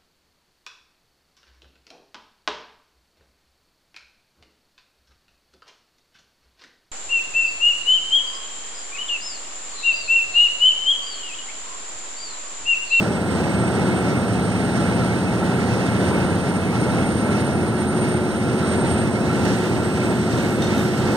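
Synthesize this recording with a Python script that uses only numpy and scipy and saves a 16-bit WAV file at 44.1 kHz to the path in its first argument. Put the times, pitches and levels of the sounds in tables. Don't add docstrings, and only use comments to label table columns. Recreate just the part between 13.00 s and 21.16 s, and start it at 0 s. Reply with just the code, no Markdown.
import sys
import numpy as np
from scipy import signal
from scipy.fft import rfft, irfft
from scipy.io import wavfile

SR = 44100
rng = np.random.default_rng(int(sys.argv[2]) if len(sys.argv) > 2 else 0)


def generate_wav(sig):
    pcm = np.round(np.clip(np.atleast_2d(sig).T, -1, 1) * 32767).astype(np.int16)
    wavfile.write(sys.argv[1], SR, pcm)


N = 359856
TIME, FREQ = np.arange(N) / SR, np.arange(N // 2 + 1) * SR / N

# time_s, cycle_hz (all six cylinders fire once a cycle), load_0_to_1
ENGINE_RUN = [(0, 14.97, 1), (3.8, 14.97, 1), (4.3, 15.05, .4), (4.7, 15.115, 0), (5.5, 15.165, 0),
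              (6.4, 15.15, 0), (7.3, 15.115, 0), (8.16, 15.11, 0)]
# multiple_of_cycle_rate, loaded_db, eased_db
EXHAUST_TONES = [(6, -37.5, -37.0), (8, -43.5, -40.5), (9, -41.5, -46), (10, -50, -41.5),
                 (11, -34.0, -32.5), (12, -30.0, -39.5), (13, -30.5, -33.2), (14, -38.0, -29.5),
                 (15, -33.2, -31.5), (16, -37.0, -37.2), (17, -37.2, -34.5), (18, -46.0, -41.0),
                 (19, -39.5, -44.2), (20, -47, -40.7), (21, -39.7, -38.0), (22, -42.0, -44.2),
                 (23, -48, -43.5), (25, -47, -45), (26, -42.2, -41.2), (27, -46, -54), (28, -56.0, -44.7),
                 (30, -46.5, -48), (34, -48, -47.5), (35, -56.5, -50), (39, -52, -52), (44, -49.5, -50.5),
                 (45, -52, -59), (51, -50.5, -59), (54, -53, -61), (90, -61, -54), (91, -62, -51.5)]
# time_s, level_db
HUM_LEVELS = [(0, -38.5), (0.9, -33.5), (1.5, -45), (1.9, -39), (2.6, -39), (3.05, -39), (4.1, -46),
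              (4.5, -34.5), (5.1, -28), (5.5, -32.5), (6.3, -32), (7.0, -31.5), (7.8, -30.5)]
# time_s, roar_change_db, hiss_change_db
DRILL_SURGES = [(0.0, 0.5, -1), (0.25, -2.5, -2), (0.38, 0.5, 1.8), (0.67, 0.6, -1), (0.85, 1.5, 1),
                (1.17, 0.5, -0.5), (1.52, -1.1, -0.8), (1.72, -0.8, 0.9), (1.92, 1.5, 1.7),
                (2.2, -0.8, -0.5), (2.55, 0.5, 0), (2.8, 0.5, 1.6), (2.95, 0.4, 0.5), (3.17, 2.5, 2.5),
                (3.4, -1.1, -0.4), (3.65, -1, -1), (3.96, 1.5, 1), (4.14, -0.5, -1.5), (4.36, 1.4, 1.3),
                (4.6, -0.8, -3), (4.9, -1.3, -2.7), (5.04, -0.3, 1.5), (5.22, -1.5, -2), (5.53, -1, -0.3),
                (5.76, 1.8, 1), (5.98, 0.6, 1), (6.1, -1.2, -2.5), (6.33, 1, 0.5), (6.47, 1.5, 1.8),
                (6.63, -1, 2.5), (6.78, 0, 0), (6.94, -1.9, 0.5), (7.09, 1.8, 1), (7.23, -2.3, -0.5),
                (7.39, 0.5, 1.5), (7.55, -1, -0.5), (7.77, 1, 3.5), (7.92, -2, 1), (8.08, 1.1, 1.5)]
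# pitch_hz, relative_level_db
RUMBLE_COLOUR = [(25, -90), (42, -69.5), (60, -62), (85, -51.5), (120, -45.5), (175, -53), (215, -51.5),
                 (270, -51), (390, -52.5), (490, -54), (600, -57), (870, -59.5), (1100, -65), (1500, -64.5),
                 (2200, -84.5), (5000, -100)]
# pitch_hz, width_hz, level_db
ROD_RINGS = [(120.4, 10, -39.5), (709, 180, -42.5), (900, 72, -45.5), (1344.6, 93, -40), (1507, 100, -51.5),
             (2190, 150, -42), (2590, 170, -45), (3940, 470, -53)]
# pitch_hz, relative_level_db
HISS_COLOUR = [(500, -105), (1500, -65), (2600, -70), (3200, -72.5), (4200, -75), (4900, -76.5),
               (5600, -75.5), (6600, -82), (7300, -82), (9500, -85), (11500, -90.5), (13300, -108),
               (14100, -101)]
# time_s, change_db
WHISTLE_SWELLS = [(0, -1), (0.3, 1), (0.8, 4.5), (1.05, -1), (1.25, 0), (1.65, 2.5), (2.0, 2), (2.35, -13),
                  (2.8, -4), (3.2, 2.5), (3.7, -4), (4.2, 3.5), (4.5, -2), (4.75, -1), (5.0, 9),
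                  (5.2, -0.5), (5.5, -2.5), (5.68, 8), (6.02, 6), (6.2, -6), (6.55, -3), (6.8, 1),
                  (7.4, -1), (7.85, -11), (8.16, -3)]
# start_s, relative_level_db, power_fade_s
GRIT_BURSTS = [(5.72, -56, .3), (6.255, -41, .1), (6.43, -35.5, 0.17), (6.7, -46, .15), (6.93, -42, 0.15),
               (7.305, -36, 0.14), (7.622, -36, 0.045), (7.735, -48, 0.05), (7.965, -36, 0.09),
               (8.1, -41, 0.17)]
# start_s, relative_level_db
STONE_HITS = [(7.320, -38), (7.326, -36), (7.376, -37), (7.384, -33), (7.622, -25), (7.642, -26.5),
              (7.670, -31), (7.730, -38), (7.746, -35), (7.764, -35), (7.779, -33), (7.795, -36),
              (7.978, -38), (8.022, -39), (8.059, -38)]
# pitch_hz, width_hz, relative_level_db
MAST_RINGS = [(3060, 45, -15), (3684, 35, -0.5), (4320, 48, -3), (5180, 69, -6), (6060, 69, -3.5),
              (7030, 80, -17), (7800, 80, -12), (9000, 60, -12), (9520, 80, -16)]
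# pitch_hz, left_delay_ms, likeness_0_to_1, left_minus_right_db
MICROPHONES = [(40, -0.13, 0.58, -8), (154, -0.71, 0.94, 0), (596, -0.096, 0.95, 0.6),
               (1294, -0.026, 0.98, -1.5), (1894, 0.2, 0.31, -8.5), (2137, 0.197, 0.97, -2),
               (2525, 0.2005, 1, -0.5), (2960, 0.28, 0.5, -6.5), (3700, 0.3, 0.99, -0.5),
               (4630, 0.282, 0.5, -7.5), (4940, 0.317, 0.3, -1), (5330, 0.314, 0.7, -5.5),
               (6460, 0.28, 0.17, -5.5), (7300, 0.3, 0.36, -6.5), (10000, 0.344, 0.24, -3.5),
               (11500, 0.34, 0.5, -4), (14000, 0.365, 0.8, -10)]


def exhaust(crank, load, waver_db, shake_rad, smear_rad):
    out = 0
    for multiple, loaded_db, eased_db in EXHAUST_TONES:
        level = load * undb(loaded_db) + (1 - load) * undb(eased_db)
        waver = undb(waver_db * wander(2.1))
        angle = multiple * (crank + shake_rad * wander(7.5))
        shift = smear_rad * rng.standard_normal()
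        out = out + np.sqrt(2) * level * waver * np.sin(angle + shift)
    return pit_echo(out, fade_s=.3, echo_db=-20)


def engine_hum(crank, waver_db, shake_rad):
    angle = 4 * 6 * crank + shake_rad * wander(3.6)
    level_db = over_time(HUM_LEVELS)[0] + waver_db * wander(7.1)
    return pit_echo(np.sqrt(2) * np.sin(angle) * undb(level_db), fade_s=.3, echo_db=-20)


def hammer_rumble(crank, load, surge_db, knock_hz, width_hz, knock_depth, gain_db):
    roar = stereo_noise(undb(over_pitch(RUMBLE_COLOUR)[0]))
    knock_band = filtered(roar, np.abs(resonance(knock_hz, width_hz)) ** 2)
    throb = normalise(1 + knock_depth * (1 - load) * np.cos(crank))
    return (roar + knock_band * (throb - 1)) * undb(surge_db + gain_db)


def drill_rod(surge_db, flutter_db, gain_db):
    rings = sum(stereo_noise(resonance(hz, width) ** 2) * undb(db + flutter_db * wander(15))
                for hz, width, db in ROD_RINGS)
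    return rings * undb(surge_db + gain_db)


def rushing_air(surge_db, bright_hz, width_hz, waver_db, flutter_db, gain_db):
    hiss = stereo_noise(undb(over_pitch(HISS_COLOUR)[0]))
    bright = filtered(hiss, np.abs(resonance(bright_hz, width_hz)) ** 2)
    hiss = hiss + bright * (undb(waver_db * wander(7.7)) - 1)
    return hiss * undb(surge_db + gain_db + flutter_db * wander(20))


def turbo_pitch(load, start_hz, loaded_hz, eased_hz, delay_s, inertia_s):
    target_hz = np.interp(TIME - delay_s, TIME, eased_hz + load * (loaded_hz - eased_hz))
    step = 1 / (inertia_s * SR)
    return start_hz + signal.lfilter([step], [1, step - 1], target_hz - start_hz)


def turbo(hz, tone_db, flicker_db, wobble_hz, hiss_db, hiss_width_hz, hiss_above_hz, hiss_db_per_hz):
    blade_angle = phase(hz + wobble_hz * wander(30.9))
    level_db = tone_db + over_time(WHISTLE_SWELLS)[0] + flicker_db * wander(25)
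    tone = np.sqrt(2) * np.sin(blade_angle) * undb(level_db)
    band = filtered(rng.standard_normal(N), resonance(np.mean(hz) + hiss_above_hz, hiss_width_hz))
    glide_hz = hz - np.mean(hz)
    hiss = normalise(np.real(signal.hilbert(band) * np.exp(1j * phase(glide_hz))))
    whistle = tone + hiss * undb(hiss_db + hiss_db_per_hz * glide_hz)
    stereo = np.array([np.roll(whistle, SR // 2940), whistle])
    return pit_echo(stereo, fade_s=1, echo_db=-5.5) * undb([[-3.6], [2.6]])


def wet_grit(grains_per_s, scatter_db, patter_hz, width_hz, ring_db, gain_db):
    power = sum(undb(db) ** 2 * (TIME > start_s) * np.exp(-np.abs(TIME - start_s) / fade_s)
                for start_s, db, fade_s in GRIT_BURSTS)
    lands = rng.random((2, N)) < grains_per_s / SR
    grains = lands * rng.standard_normal((2, N)) * undb(scatter_db * rng.standard_normal((2, N)))
    steel = 1 + sum(undb(db + ring_db) * resonance(hz, width) for hz, width, db in MAST_RINGS)
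    patter = normalise(filtered(grains, steel * resonance(patter_hz, width_hz) ** 2))
    shower = pit_echo(patter * np.sqrt(power), fade_s=.12, echo_db=-7)
    return shower * undb(gain_db) * undb([[-2], [2]])


def stones(scatter_db, gain_db):
    hz, width, ring_db = np.transpose(MAST_RINGS)
    age = TIME[:SR // 10]
    rings = np.sin(2 * np.pi * np.outer(hz, age)) * np.exp(-np.pi * np.outer(width, age))
    out = np.zeros(N)
    for start_s, hit_db in STONE_HITS:
        start = int(start_s * SR)
        spot_db = scatter_db * rng.standard_normal(len(MAST_RINGS))
        out[start:start + len(age)] += undb(hit_db + ring_db + spot_db) @ rings
    return pit_echo(out, fade_s=.2, echo_db=0) * undb(gain_db) * undb([[-2], [2]])


def air_jet(surge_db, start_s, rise_s, centre_hz, width_hz, flutter_db, gain_db):
    opening = np.clip((TIME - start_s) / rise_s, 0, 1)
    mist = stereo_noise(resonance(centre_hz, width_hz) ** 2)
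    return mist * np.sqrt(opening) * undb(surge_db + gain_db + flutter_db * wander(8))


def pit_echo(x, fade_s, echo_db):
    tail = rng.standard_normal((2, SR // 2)) * np.exp(-np.log(1000) * TIME[:SR // 2] / fade_s)
    tail /= np.sqrt(np.sum(tail ** 2, axis=1, keepdims=True))
    return x + undb(echo_db) * signal.fftconvolve(np.atleast_2d(x), tail, axes=1)[:, :N]


def stereo_noise(colour):
    delay_ms, likeness, balance_db = over_pitch(MICROPHONES)
    delay = np.exp(-1j * np.pi * np.outer([1, -1], FREQ * delay_ms / 1000))
    direct = rfft(rng.standard_normal(N)) * delay
    scattered = rfft(rng.standard_normal((2, N)))
    both = np.sqrt(likeness) * direct + np.sqrt(1 - likeness) * scattered
    balance = undb(np.outer([1, -1], balance_db) / 2)
    return normalise(irfft(both * colour * balance, N))


def undb(db):
    return 10 ** (np.asarray(db) / 20)


def normalise(x):
    return x / np.sqrt(np.mean(x ** 2))


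def over_time(table):
    time_s, *columns = np.transpose(table)
    return [np.interp(TIME, time_s, column) for column in columns]


def over_pitch(table):
    hz, *columns = np.transpose(table)
    return [np.interp(np.log(FREQ + 1), np.log(hz), column) for column in columns]


def resonance(hz, width):
    return 1j * FREQ * width / (hz ** 2 - FREQ ** 2 + 1j * FREQ * width)


def filtered(x, colour):
    return irfft(rfft(x) * colour, N)


def wander(rate):
    return normalise(filtered(rng.standard_normal(N), 1 / (1 + (FREQ / rate) ** 4)))


def phase(hz):
    return 2 * np.pi * np.cumsum(hz) / SR


def scene():
    cycle_hz, load = over_time(ENGINE_RUN)
    roar_db, hiss_db = over_time(DRILL_SURGES)
    crank = phase(cycle_hz)
    diesel = exhaust(crank, load, waver_db=1.04, shake_rad=.012, smear_rad=2.7) * undb(.54 * roar_db)
    hum = engine_hum(crank, waver_db=1, shake_rad=.15)
    blade_hz = turbo_pitch(load, start_hz=8405, loaded_hz=8925, eased_hz=7985,
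                           delay_s=.66, inertia_s=3.5)
    whistle = turbo(blade_hz, tone_db=-47.5, flicker_db=3, wobble_hz=11.03,
                    hiss_db=-45.5, hiss_width_hz=266, hiss_above_hz=14, hiss_db_per_hz=.0049)
    roar = hammer_rumble(crank, load, roar_db, knock_hz=257, width_hz=120, knock_depth=.3, gain_db=-22.5)
    rod = drill_rod(roar_db, flutter_db=2, gain_db=.24)
    hiss = rushing_air(hiss_db, bright_hz=5600, width_hz=2000, waver_db=1.1, flutter_db=.97, gain_db=-35)
    jet = air_jet(hiss_db, start_s=6, rise_s=2, centre_hz=8950, width_hz=9300,
                  flutter_db=3, gain_db=-51.5)
    grit = wet_grit(grains_per_s=1500, scatter_db=3, patter_hz=4430, width_hz=6600,
                    ring_db=11, gain_db=-5.5)
    clinks = stones(scatter_db=1.5, gain_db=-3.5)
    return diesel + hum + whistle + roar + rod + hiss + jet + grit + clinks


def record(dry):
    dulled = filtered(dry, 1 - .45 * resonance(hz=13300, width=1000))
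    top_hz = 14300
    return signal.sosfilt(signal.ellip(10, .2, 80, top_hz, fs=SR, output="sos"), dulled)


dry = scene()
out = record(dry)
generate_wav(out)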